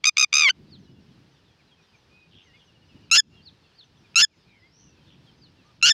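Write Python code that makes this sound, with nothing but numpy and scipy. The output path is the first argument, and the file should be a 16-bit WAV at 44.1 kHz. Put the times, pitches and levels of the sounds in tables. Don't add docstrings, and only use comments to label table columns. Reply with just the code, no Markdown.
import sys
import numpy as np
from scipy import signal
from scipy.fft import rfft, irfft
from scipy.io import wavfile
from scipy.ndimage import uniform_filter1d, minimum_filter1d

SR = 44100
rng = np.random.default_rng(int(sys.argv[2]) if len(sys.argv) > 2 else 0)


def materialize(psi):
    bounded = np.clip(np.atleast_2d(psi).T, -1, 1)
    quanta = np.round(bounded * 32767).astype(np.int16)
    wavfile.write(sys.argv[1], SR, quanta)


N = 261494
TIME = np.arange(N) / SR


def from_db(db):
    return 10 ** (np.asarray(db) / 20)


def rms_one(x):
    return x / np.sqrt(np.mean(x ** 2) + 1e-20)


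def gain_at(points, hz):
    point_hz, level_db = np.transpose(points)
    return from_db(np.interp(np.log(hz + 1), np.log(point_hz), level_db))


def wobble(rate_hz, size=N):
    hz = np.arange(size // 2 + 1) * SR / size
    return rms_one(irfft(rfft(rng.standard_normal(size)) / (1 + (hz / rate_hz) ** 4), size))


def coloured_noise(spectrum):
    hz = np.arange(N // 2 + 1) * SR / N
    return rms_one(irfft(rfft(rng.standard_normal(N)) * gain_at(spectrum, hz), N))


def gate(t, length, attack, release):
    return np.clip(t / attack, 0, 1) * (1 - np.tanh((t - length) / release)) / 2


def after(t, fade=.001):
    return (1 + np.tanh(t / fade)) / 2


def dying(t, decay_s):
    return np.exp(-np.maximum(t, 0) / decay_s)


# peak t/s, half width/s, level/dB
WIND_GUSTS = [(.66, .18, -57), (1.03, .22, -54), (3.199, .3, -55.5), (4.05, .13, -65), (5.15, .65, -62.5)]
# f/Hz, level/dB
RUMBLE_TONE = [(15, -51), (30, -19.5), (55, -7.5), (85, 1), (120, -0.5), (155, -0.5), (250, -8), (330, -8),
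               (520, -23), (700, -26), (1200, -59.5)]
# f/Hz, level/dB
GUST_TONE = [(40, -20), (100, -5), (155, 0), (230, -4), (330, -7.5), (520, -24), (1200, -56)]
# f/Hz, level/dB
HISS_TONE = [(240, -34), (400, -3.5), (636, -9.5), (964, -7.5), (1060, -11), (1840, -10.5), (2050, -13.5),
             (2800, -10.5), (3580, -12.5), (5030, -13.5), (7280, -29), (16000, -43)]

def wind(calm_db=-63.5, hiss_db=-65):
    gust = sum(from_db(db) * np.exp(-((TIME - peak) / width) ** 2) for peak, width, db in WIND_GUSTS)
    rumble = (from_db(calm_db) + from_db(-9) * gust) * coloured_noise(RUMBLE_TONE)
    rumble += gust * coloured_noise(GUST_TONE)
    hiss_gain = from_db(hiss_db - 6 * dying(TIME, .46) + wobble(5))
    return from_db(2 * wobble(14)) * rumble + hiss_gain * coloured_noise(HISS_TONE)


def voice_box(pitch, dull_db, rough, third_boost=0):
    size = len(pitch)
    phase = 2 * np.pi * np.cumsum(pitch * (1 + .077 * rough * wobble(700, size))) / SR
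    harmonic = np.arange(1, 14)[:, None]
    slack_db = -dull_db * np.clip(harmonic - 2, 0, 4)
    boost_db = third_boost * np.where(harmonic == 3, .25, -1)
    strength = from_db(slack_db + boost_db) * (harmonic * pitch < SR / 2)
    pulses = np.sum(strength * np.cos(harmonic * phase), axis=0)
    pulses *= 1 + .18 * rough * wobble(790, size)
    air = .42 * rough * (1 + np.cos(phase)) * rng.standard_normal(size)
    return pulses + air * from_db(-2 * dull_db)


TIRED_S = .147

def rattle_voice(age, left, steady_hz=1252.6, yelp_hz=1570, yelp_s=.1645):
    scoop, droop = dying(age, .013), dying(left, .0044)
    tired = np.clip(age / TIRED_S, 0, 1.04)
    cracked, yelp = after(age - TIRED_S, .004), after(age - yelp_s)
    low_hz = steady_hz * (1 - .075 * scoop) * (1 - .15 * tired ** 3.5)
    high_hz = yelp_hz * (1 - .075 * dying(age - yelp_s, .006))
    pitch = ((1 - yelp) * low_hz + yelp * high_hz) * (1 - .05 * droop)
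    dull_db = (1 - yelp) * (.52 + scoop + 7 * tired ** 2 + 1.5 * droop) + 6.3 * yelp
    rough = (1 - yelp) * (.025 + .16 * scoop + .55 * cracked) + .13 * yelp
    effort_db = (1 - yelp) * tired ** 2 - 5 * yelp
    return pitch, dull_db, rough, effort_db


def valve_pulses(onset, rattles, held, ends, spacing, change, shut_s=.0043):
    starts = rattles + np.cumsum(np.r_[0, spacing + change * np.arange(12)])
    starts = np.r_[starts[starts < held - spacing / 2], held]
    gaps = shut_s * np.clip(1 - 1.3 * ((starts[1:] - onset) / TIRED_S) ** 3, 0, 1)
    pulses = [(start, length, 0) for start, length in zip(starts, np.diff(starts) - gaps)]
    leak, tick = (onset - .004, .004, -35), (onset, .0048, -7)
    return [leak, tick, *pulses, (held, ends - held, 0)]


# start t/s, rattle t/s, hold t/s, end t/s, pulse spacing/s, its change/s, level/dB
RATTLES = [(.0413, .0538, .068, .096, .0142, 0, -1), (.1695, .1803, .2251, .248, .0142, .0008, -.5),
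           (.3284, .3381, .4437, .510, .0145, -.00036, 0)]

def rattling_notes(attack_s=.0008, release_s=.0011, leak_db=-24):
    voice, airflow = np.zeros(N), np.zeros(N)
    for onset, rattles, held, ends, spacing, change, note_db in RATTLES:
        span = slice(int((onset - .02) * SR), int((ends + .02) * SR))
        t = TIME[span]
        pitch, dull_db, rough, effort_db = rattle_voice(t - onset, ends - t)
        opening, pressure = 0, 0
        for start, length, level_db in valve_pulses(onset, rattles, held, ends, spacing, change):
            pulse = gate(t - start, length - release_s, attack_s, release_s)
            leak = from_db(leak_db) * gate(t - start + .0025, length + .005, .0014, .002)
            opening += from_db(level_db) * (pulse + leak)
            pressure += pulse * np.exp(-np.abs(t - start) / .003)
        slack_db = 3 * np.clip(1 - opening, 0, 1)
        envelope = opening * from_db(note_db + effort_db)
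        buzz = voice_box(pitch * (1 + .014 * pressure), dull_db + slack_db, rough + .3 * pressure)
        voice[span] += envelope * buzz
        airflow[span] += envelope * (rough + .44 * pressure) * from_db(-.51 * dull_db)
    return voice, airflow


# f/Hz, level/dB
THROAT_TONE = [(200, -38), (850, -30), (1220, -18), (1430, -10), (1800, -11), (2250, 0.5), (2480, -3.5),
               (2800, 1.5), (3100, -2.5), (3480, -4.5), (3750, -7.5), (4200, -4), (5100, -1), (5600, -7),
               (6250, 0.5), (7000, -5.5), (7550, -15.5), (8300, -21.5), (9000, -26), (11200, -27),
               (13200, -43.5), (16000, -40)]

def throat(source, size=2048):
    hz = np.arange(size // 2 + 1) * SR / size
    cepstrum = irfft(np.log(gain_at(THROAT_TONE, hz)))
    cepstrum[1:size // 2] *= 2
    cepstrum[size // 2 + 1:] = 0
    ringing = irfft(np.exp(rfft(cepstrum)))
    return signal.fftconvolve(source, ringing)[:N]


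# f/Hz, level/dB
BREATH_TONE = [(100, -21.5), (300, -6), (550, -0.5), (900, 0.5), (1800, 4), (3500, 0.5), (7000, -4),
               (11000, -11.5), (16000, -22)]

def breath(rattle_air, sharp_air):
    air = coloured_noise(BREATH_TONE)
    slow_air = signal.sosfilt(signal.butter(2, 7500, fs=SR, output="sos"), air)
    return from_db(-17) * rattle_air * slow_air + from_db(-19) * sharp_air * air


def echoes(x, fade_s, level_db):
    t = TIME[:SR]
    tail = rng.standard_normal(SR) * from_db(-60 * t / fade_s) * (t > .002)
    return from_db(level_db) * signal.fftconvolve(x, tail / np.linalg.norm(tail))[:N]


def whistle(length, start_hz, middle_hz, end_hz, level_db, buzz, buzz_hz=95):
    progress = np.linspace(0, 1, int(max(length, .01) * SR))
    glide = np.polyval(np.polyfit([0, .5, 1], [start_hz, middle_hz, end_hz], 2), progress)
    trill = np.sin(2 * np.pi * buzz_hz * length * progress)
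    pitch = glide * (1 + buzz * (.04 * trill + .13 * buzz * wobble(300, len(progress))))
    loudness = from_db(level_db + 8 * buzz * trill + 1.1 * wobble(70, len(progress)))
    swell = np.sin(np.pi * progress) * loudness
    return np.sqrt(2) * swell * np.sin(2 * np.pi * np.cumsum(pitch) / SR)


# top t/s, fall length/s, top f/Hz, level/dB
BIRD_CHIRPS = [(.707, .066, 4800, -52.5), (3.451, .051, 4750, -47.5), (3.778, .047, 4700, -50),
               (5.405, .076, 5000, -57.5)]
# t/s, length/s, start f/Hz, middle f/Hz, end f/Hz, level/dB, buzz/0-1
BIRD_WHISTLES = [(1.71, .04, 3320, 3260, 3150, -62, .1), (1.931, 0.039, 2610, 2392, 2250, -61, .1),
                 (2.089, 0.2, 2400, 2506, 2410, -59, 0.2), (2.3, 0.16, 3590, 3040, 2840, -59.5, 0.94),
                 (2.44, .1, 2350, 1946, 1900, -65, .2), (2.526, .055, 1978, 2160, 2200, -59.5, .05),
                 (2.584, .07, 3400, 3220, 2900, -62, .6), (3.29, .15, 2755, 2795, 2740, -63.5, 0.35),
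                 (3.35, 0.073, 3390, 3230, 3040, -63, .05), (3.82, 0.026, 3760, 3380, 2580, -55.5, .05),
                 (4.033, 0.041, 2540, 2450, 2194, -63.5, .05), (4.45, .17, 2500, 2285, 1957, -64, 0.52),
                 (4.61, 0.073, 1944, 2077, 2210, -59, .1), (4.682, 0.27, 4960, 5880, 5520, -63, 0.5),
                 (5.06, .12, 3300, 3210, 2810, -63.5, .9), (5.26, 0.056, 3520, 3210, 3000, -61.5, .05),
                 (5.631, .11, 1040, 1230, 1080, -66.5, 0.1)]
# first t/s, spacing/s, start f/Hz, end f/Hz, level/dB
BIRD_PIPS = (2.458, .0705, 3000, 2770, -64)

def small_birds(rise_s=.046, twitter_db=-69.5, twitter_count=230):
    first, spacing, from_hz, to_hz, pip_db = BIRD_PIPS
    pip = (.04, from_hz, (from_hz + to_hz) / 2, to_hz, pip_db, .05)
    notes = BIRD_WHISTLES + [(first + k * spacing, *pip) for k in range(9)]
    for top, fall_s, hz, level_db in BIRD_CHIRPS:
        notes.append((top - rise_s, 1.4 * rise_s, .81 * hz, hz, 1.1 * hz, level_db - 16, .1))
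        notes.append((top, fall_s, hz, .875 * hz, .645 * hz, level_db, .05))
    for when, long, high, loud, steep in rng.random((twitter_count, 5)):
        hz, fall = 2600 + 4000 * high, .3 * steep
        pitches = hz, hz * (1 - .38 * fall), hz * (1 - fall)
        level_db = twitter_db + 10 * (loud ** 2 - .5) - 8 * high
        notes.append((when * N / SR, .03 + .063 * long, *pitches, level_db, .05))
    out = np.zeros(N + SR)
    for start, *note in notes:
        sound, at = whistle(*note), int(start * SR)
        out[at:at + len(sound)] += sound
    return out[:N]


def sharp_voice(t, onset, breaks, leaps, ends, flutter, upper_ratio=1.365):
    climb = np.clip((t - onset) / (breaks - onset), 0, 1)
    strain = np.clip((t - breaks) / (leaps - breaks), 0, 1)
    broken, upper = after(t - breaks, .0023), after(t - leaps)
    lower, flick = 1 - upper, dying(ends - t, .0045)
    settling = 1 - after(t - leaps - .011, .002)
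    depth = lower * ((1 - broken) * .024 * climb + broken * .04)
    hop = upper + lower * broken * np.clip((.45 + 1.05 * strain) * flutter, 0, 1)
    low_ratio = (1 + .105 * climb + .01 * strain) * (1 + depth * flutter)
    ratio = (1 - hop) * low_ratio + hop * upper_ratio * (1 - .018 * settling - .075 * flick)
    level_db = 4 * upper - 2.5 * dying(t - onset, .01) - 8 * dying(ends - t, .007)
    low_rough = (1 - broken) * (.13 + .15 * climb ** 2) + .62 * broken
    rough = lower * low_rough + upper * (.045 + .35 * settling)
    third_boost = 9.5 * hop ** 2 * settling
    slack_db = .1 * lower * climb + 3 * flick
    return ratio, level_db, depth, rough, third_boost, slack_db


# start t/s, break t/s, leap t/s, end t/s, start f/Hz, level/dB,
# level change by the end/dB, dullness/dB per harmonic
CALLS = [(3.113, 3.1498, 3.172, 3.2048, 1281, 1.5, 5, 0.5),
         (4.1566, 4.1942, 4.218, 4.2507, 1284, 1.5, 4.5, 0.88),
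         (5.8259, 5.8587, 5.8972, 5.9226, 1325, 6.5, -4.5, 1.87)]

def sharp_calls(flutter_hz=152, catch_db=-36):
    voice, airflow = np.zeros(N), np.zeros(N)
    for onset, breaks, leaps, ends, pitch_hz, call_db, change_db, dull_db in CALLS:
        span = slice(int((onset - .02) * SR), int((ends + .02) * SR))
        t = TIME[span]
        turns = np.cumsum(flutter_hz * (1 + .065 * wobble(130, len(t)))) / SR
        flutter = np.cos(2 * np.pi * (turns - np.interp(breaks, t, turns)))
        course = sharp_voice(t, onset, breaks, leaps, ends, flutter)
        ratio, level_db, depth, rough, third_boost, slack_db = course
        throb = np.tanh(depth / .018) * flutter
        catch = from_db(catch_db) * gate(t - onset + .012, .0024, .00063, .0017)
        effort_db = call_db + level_db + change_db * np.clip((t - onset) / (ends - onset), 0, 1)
        envelope = from_db(effort_db) * (gate(t - onset, ends - onset - .001, .00048, .0015) + catch)
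        dullness_db = dull_db + slack_db - 2 * throb + 8 * (t < onset)
        buzz = voice_box(pitch_hz * ratio, dullness_db, rough, third_boost)
        voice[span] += envelope * (1 + .15 * throb) * buzz
        airflow[span] += envelope * rough * from_db(-3 * dull_db)
    return voice, airflow


# f/Hz, level/dB
THRUM_TONE = [(40, -30), (100, -9), (150, 5), (200, -10), (280, -10), (450, -20), (1500, -45.5)]

def thrum(airflow):
    return from_db(-29) * airflow * coloured_noise(THRUM_TONE)


def scene():
    rattle, rattle_air = rattling_notes()
    sharp, sharp_air = sharp_calls()
    voice = -throat(from_db(-1) * (rattle + sharp))
    lapwing = voice + breath(rattle_air, sharp_air) + thrum(sharp_air)
    clods = echoes(lapwing, fade_s=.045, level_db=-34.5)
    far_field = echoes(lapwing, fade_s=.5, level_db=-63)
    birds = small_birds()
    bird_echoes = echoes(birds, fade_s=.26, level_db=-11)
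    return (lapwing + clods + far_field + birds + bird_echoes + wind())[None]


def record(dry, threshold_db=-17, squeeze=.8, release_db_per_s=120, cutoff_hz=15900):
    level_db = 10 * np.log10(np.abs(uniform_filter1d(dry[0] ** 2, size=256)) + 1e-12)
    over_db = squeeze * np.maximum(level_db - threshold_db, 0)
    recovery_db = release_db_per_s * TIME
    held_db = np.maximum.accumulate(over_db + recovery_db) - recovery_db
    gain_db = uniform_filter1d(minimum_filter1d(-held_db, size=320), size=256)
    top_cut = signal.ellip(10, .1, 80, cutoff_hz, fs=SR, output="sos")
    return signal.sosfilt(top_cut, dry * from_db(gain_db))


dry = scene()
out = record(dry)
materialize(out)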